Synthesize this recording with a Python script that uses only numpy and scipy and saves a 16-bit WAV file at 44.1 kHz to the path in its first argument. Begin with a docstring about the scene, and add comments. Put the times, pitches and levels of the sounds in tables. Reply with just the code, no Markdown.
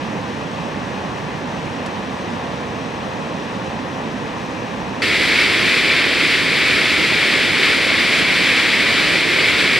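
"""A mountain river, from an open bank and then, after an abrupt cut, in a rock gorge; in stereo.
From the bank, air pockets rumble in far rapids under a soft wash of foam, with one small tick nearby.
In the gorge a big fall drives air into its plunge pool, which booms between the walls,
while the shattering jet hisses in uneven surges and drops spatter on rock."""
import sys
import numpy as np
from scipy import signal
from scipy.fft import rfft, irfft, next_fast_len
from scipy.io import wavfile

SR = 44100
rng = np.random.default_rng(int(sys.argv[2]) if len(sys.argv) > 2 else 0)


def to_wav(sig):
    """Store sig (one row per channel, or 1-D mono) as 16-bit WAV at the path in sys.argv[1].

    Samples outside -1..1 are clipped; the rate is SR.
    """
    pcm = np.clip(np.atleast_2d(sig), -1, 1) * 32767
    pcm = np.round(pcm).astype(np.int16)
    wavfile.write(sys.argv[1], SR, pcm.T)  # frames by channels


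N = 431738

# How alike left and right sound; at the top both sides are the same: (frequency [Hz], likeness [0-1])
BANK_LIKENESS = [(40, 0.79), (200, 0.97), (400, 0.83), (1050, 0.69), (1400, 0.46), (1750, 0.58),
                 (4500, 0.5), (5500, 0.87), (8000, 1)]
GORGE_LIKENESS = [(35, 0.37), (80, 0.83), (330, 0.91), (850, 0.8), (1250, 1), (1500, 1), (2200, 0.97),
                  (2900, 1), (4800, 0.81), (5500, 0.57), (6600, 0.25), (8500, 0.75), (11000, 1)]
# Which side is louder: (frequency [Hz], left over right [dB])
BANK_BALANCE = [(40, -2.0), (160, -5.5), (280, -4.4), (400, -2), (850, -1.7), (1280, 2.5), (1550, 2),
                (1950, 3), (4400, 2), (5500, 0.6), (8000, 0.1)]
GORGE_BALANCE = [(50, -8.5), (270, -8), (780, -3.5), (1050, -0.5), (2200, 1.1), (2900, 0), (3900, 2.1),
                 (5500, -1.5), (6400, 1.5), (7300, 6), (8500, 1.5), (10500, 0)]
# Which side the sound reaches first: (frequency [Hz], left phase lead [rad])
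BANK_LEAD = [(80, 0.34), (300, -0.34), (900, -0.82), (1350, -1.6), (1600, -0.46), (3000, -0.064)]
GORGE_LEAD = [(50, 0.03), (450, -0.66), (1100, -0.0072), (2200, -0.32), (4900, 0.048), (6500, -0.88),
              (7500, 0.012)]


def from_db(db):
    """Decibels to gain."""
    return 10 ** (np.asarray(db) / 20)


def rms_one(x):
    """Scale to an rms of one."""
    return x / np.sqrt(np.mean(x ** 2) + 1e-20)


def at_hz(points):
    """A table over log frequency, read at every FFT bin."""
    hz, value = np.transpose(points)
    bins = np.linspace(0, SR / 2, next_fast_len(N, real=True) // 2 + 1)
    return np.interp(np.log(bins + 1e-3), np.log(hz), value)


def to_bins(x):
    """Samples to FFT bins."""
    return rfft(x, next_fast_len(N, real=True))


def to_samples(bins):
    """FFT bins to samples."""
    return irfft(bins, next_fast_len(N, real=True))[..., :N]


def drift(rate_hz):
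    """A slow random wander of rms 1: noise through two one-pole low-passes."""
    hop, run_in = 40, 2000
    pole = np.exp(-2 * np.pi * rate_hz * hop / SR)
    noise = rng.standard_normal(N // hop + run_in + 2)
    slow = signal.lfilter([1], [1, -2 * pole, pole * pole], noise)[run_in:]
    return np.interp(np.arange(N) / hop, np.arange(len(slow)), rms_one(slow))


def swells(rows):
    """Smooth lulls and swells, each a raised cosine, summed in dB."""
    t = np.arange(N) / SR
    return sum(change_db * np.cos(np.pi * np.clip((t - middle) / length, -.5, .5)) ** 2
               for middle, length, change_db in rows)


def churn(low_hz, high_hz, patchy_db, rate_hz, edges):
    """Two unrelated noises whose bands swell on their own, as clouds of bubbles form and break."""
    rest, out = rng.standard_normal((2, N)), 0
    for edge in np.geomspace(low_hz, high_hz, edges):
        band = to_samples(to_bins(rest) * at_hz([(edge / np.sqrt(2), 1), (edge, 0)]))
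        out = out + band * from_db(patchy_db * drift(rate_hz))
        rest = rest - band
    return rms_one(out + rest * from_db(patchy_db * drift(rate_hz)))


def droplets(per_s, spread_db, clump_db, cycles, pitches=20):
    """Drops and bursting bubbles come in clumps; each rings a few cycles at one of many pitches."""
    sizes = from_db(spread_db * np.minimum(rng.exponential(1, N), 4)) * rng.choice([-1, 1], N)
    born = rng.random(N) < per_s * from_db(clump_db * drift(14)) / SR
    pitch_index, out = rng.integers(0, pitches, N), 0
    for k, hz in enumerate(np.geomspace(1600, 14000, pitches)):
        pole = from_db(-60 * hz / (cycles * SR))
        resonance = [1, -2 * pole * np.cos(2 * np.pi * hz / SR), pole * pole]
        hits = sizes * born * (pitch_index == k) + 1e-18
        out = out + signal.lfilter(np.array([1, 0, -1]) * (1 - pole * pole), resonance, hits)
    return rms_one(out)


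def in_stereo(sounds, colour, likeness, balance, lead):
    """Colour a common and an opposed sound and mix them to left and right; the middle has rms 1."""
    common, apart = to_bins(sounds)
    alike = np.clip(at_hz(likeness), 0, 1)
    sides = np.array([[1], [-1]])
    channels = from_db(sides * at_hz(balance) / 2) * np.exp(1j * sides * at_hz(lead) / 2)
    shared = channels * np.sqrt(1 + alike)
    opposed = channels * sides * np.sqrt(1 - alike)
    middle = np.hypot(abs(shared.mean(0)), abs(opposed.mean(0)))
    out = to_samples((shared * common + opposed * apart) / middle * from_db(at_hz(colour)))
    return out / np.std(out.mean(0))


def foam(level_db=-34.5):
    """Distance blurs the foam into a steady wash with only a little fizz left in it."""
    # Foam heard from the bank: (frequency [Hz], relative level [dB])
    foam_colour = [(820, -39), (1400, -8), (1720, -3), (2000, -4.5), (2190, -9), (2460, -5.5), (2800, -9),
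                   (4050, -15), (4610, -19.5), (6020, -18), (6710, -25.5), (8870, -30.5), (9690, -37),
                   (15000, -47)]
    wash = churn(2200, 6200, patchy_db=0.46, rate_hz=8, edges=3)
    wash[0] += from_db(-9.5) * droplets(per_s=5000, spread_db=4, clump_db=0.5, cycles=5.3)
    return from_db(level_db) * in_stereo(wash, foam_colour, BANK_LIKENESS, BANK_BALANCE, BANK_LEAD)


def rapids(level_db=-26):
    """Large air pockets pound in the white water, far off across the open river."""
    # The distant rumble: (frequency [Hz], relative level [dB])
    rumble = [(15, -60), (25, -33), (70, -10.5), (130, -3.5), (195, 0), (265, -1.5), (375, -8), (520, -5),
              (660, -10), (880, -7.5), (1130, -11), (1380, -20), (1900, -52), (3000, -120)]
    pounding = churn(73, 580, patchy_db=0.53, rate_hz=7, edges=4)
    return from_db(level_db) * in_stereo(pounding, rumble, BANK_LIKENESS, BANK_BALANCE, BANK_LEAD)


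def tick(rise_s=.0015, t60_s=0.029):
    """A short, dry tick close to the microphone, dead centre."""
    # Onset and strength: (time [s], level [dB])
    onsets = [(1.861, -19.5)]
    # The tick's tone: (frequency [Hz], relative level [dB])
    tick_colour = [(200, 0), (1200, 6), (3000, -5), (8000, -12), (12000, -30), (15000, -42)]
    envelope = 0
    for onset_s, level_db in onsets:
        age = np.maximum(np.arange(N) / SR - onset_s, 0)
        attack = np.minimum(age / rise_s, 1)
        envelope = envelope + attack * from_db(level_db - 60 * np.minimum(age / t60_s, 2))
    crack = to_samples(to_bins(rng.standard_normal(N)) * from_db(at_hz(tick_colour)))
    return envelope * rms_one(crack)


def plunge_pool(level_db=-25):
    """The jet drives air deep into the pool, which booms between the rock walls."""
    # The boom in the gorge: (frequency [Hz], relative level [dB])
    boom = [(15, -50), (25, -26), (64, -12.5), (123, -8.5), (154, -5.5), (227, -4.5), (300, -2.5),
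            (484, -5.5), (757, -12.5), (1000, -13.5), (1300, -19), (2200, -120)]
    bubbles = churn(95, 640, patchy_db=0.5, rate_hz=4.4, edges=4)
    return from_db(level_db) * in_stereo(bubbles, boom, GORGE_LIKENESS, GORGE_BALANCE, GORGE_LEAD)


def jet_surge_db(slug_db=.35, slugs_per_s=2.18, crest_s=4.4, flutter_db=0.46):
    """The jet falls in slugs at a gentle beat, with chance flutter and a few larger surges."""
    # The jet's lulls and swells: (middle time [s], length [s], level change [dB])
    surges = [(6.52, 0.32, -0.8), (7.49, .16, -1.3), (7.65, .1, 1.5), (9.613, .1, 1.3)]
    beat = slug_db * np.cos(2 * np.pi * slugs_per_s * (np.arange(N) / SR - crest_s))
    return beat + swells(surges) + flutter_db * drift(4.7)


def spray(level_db=-15.5, mist_wander_db=0.1):
    """Slugs of water shatter into hiss; drops spatter on rock and the finest mist comes and goes."""
    # Spray heard in the gorge: (frequency [Hz], relative level [dB])
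    spray_colour = [(500, -90), (1000, -14), (1550, -7), (2270, 1.2), (2850, -7.5), (3350, -7),
                    (4800, -12.5), (5300, -18.5), (6400, -27.5), (7800, -26), (10700, -33.5),
                    (13800, -42.8), (15000, -54)]
    # The mist briefly thins or thickens: (middle time [s], length [s], level change [dB])
    mist_surges = [(6.0, .5, -2.5), (7.94, 0.2, -2.2), (8.18, .12, 2)]
    hiss = churn(1600, 7200, patchy_db=0.13, rate_hz=7.8, edges=5)
    hiss[0] += from_db(-6.5) * droplets(per_s=8000, spread_db=2, clump_db=2, cycles=5.8)
    jet = in_stereo(hiss, spray_colour, GORGE_LIKENESS, GORGE_BALANCE, GORGE_LEAD)
    mist = to_samples(to_bins(jet) * at_hz([(4500, 0), (6000, 0.82)]))   # most of the top end
    jet_gain = from_db(level_db + jet_surge_db())
    mist_gain = from_db(swells(mist_surges) + mist_wander_db * drift(5))
    return jet_gain * (jet - mist + mist_gain * mist)


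def scene(cut_s=5.019):
    """The river bank gives way to the gorge within a millisecond."""
    bank = rapids() + foam() + tick()
    gorge = plunge_pool() + spray()
    in_gorge = np.interp(np.arange(N) / SR, [cut_s, cut_s + 1e-3], [0, 1])
    return (1 - in_gorge) * bank + in_gorge * gorge


def record(dry):
    """The top is cut steeply above 15 kHz."""
    return signal.sosfilt(signal.ellip(12, .1, 80, 15000, fs=SR, output="sos"), dry)


dry = scene()
out = record(dry)
to_wav(out)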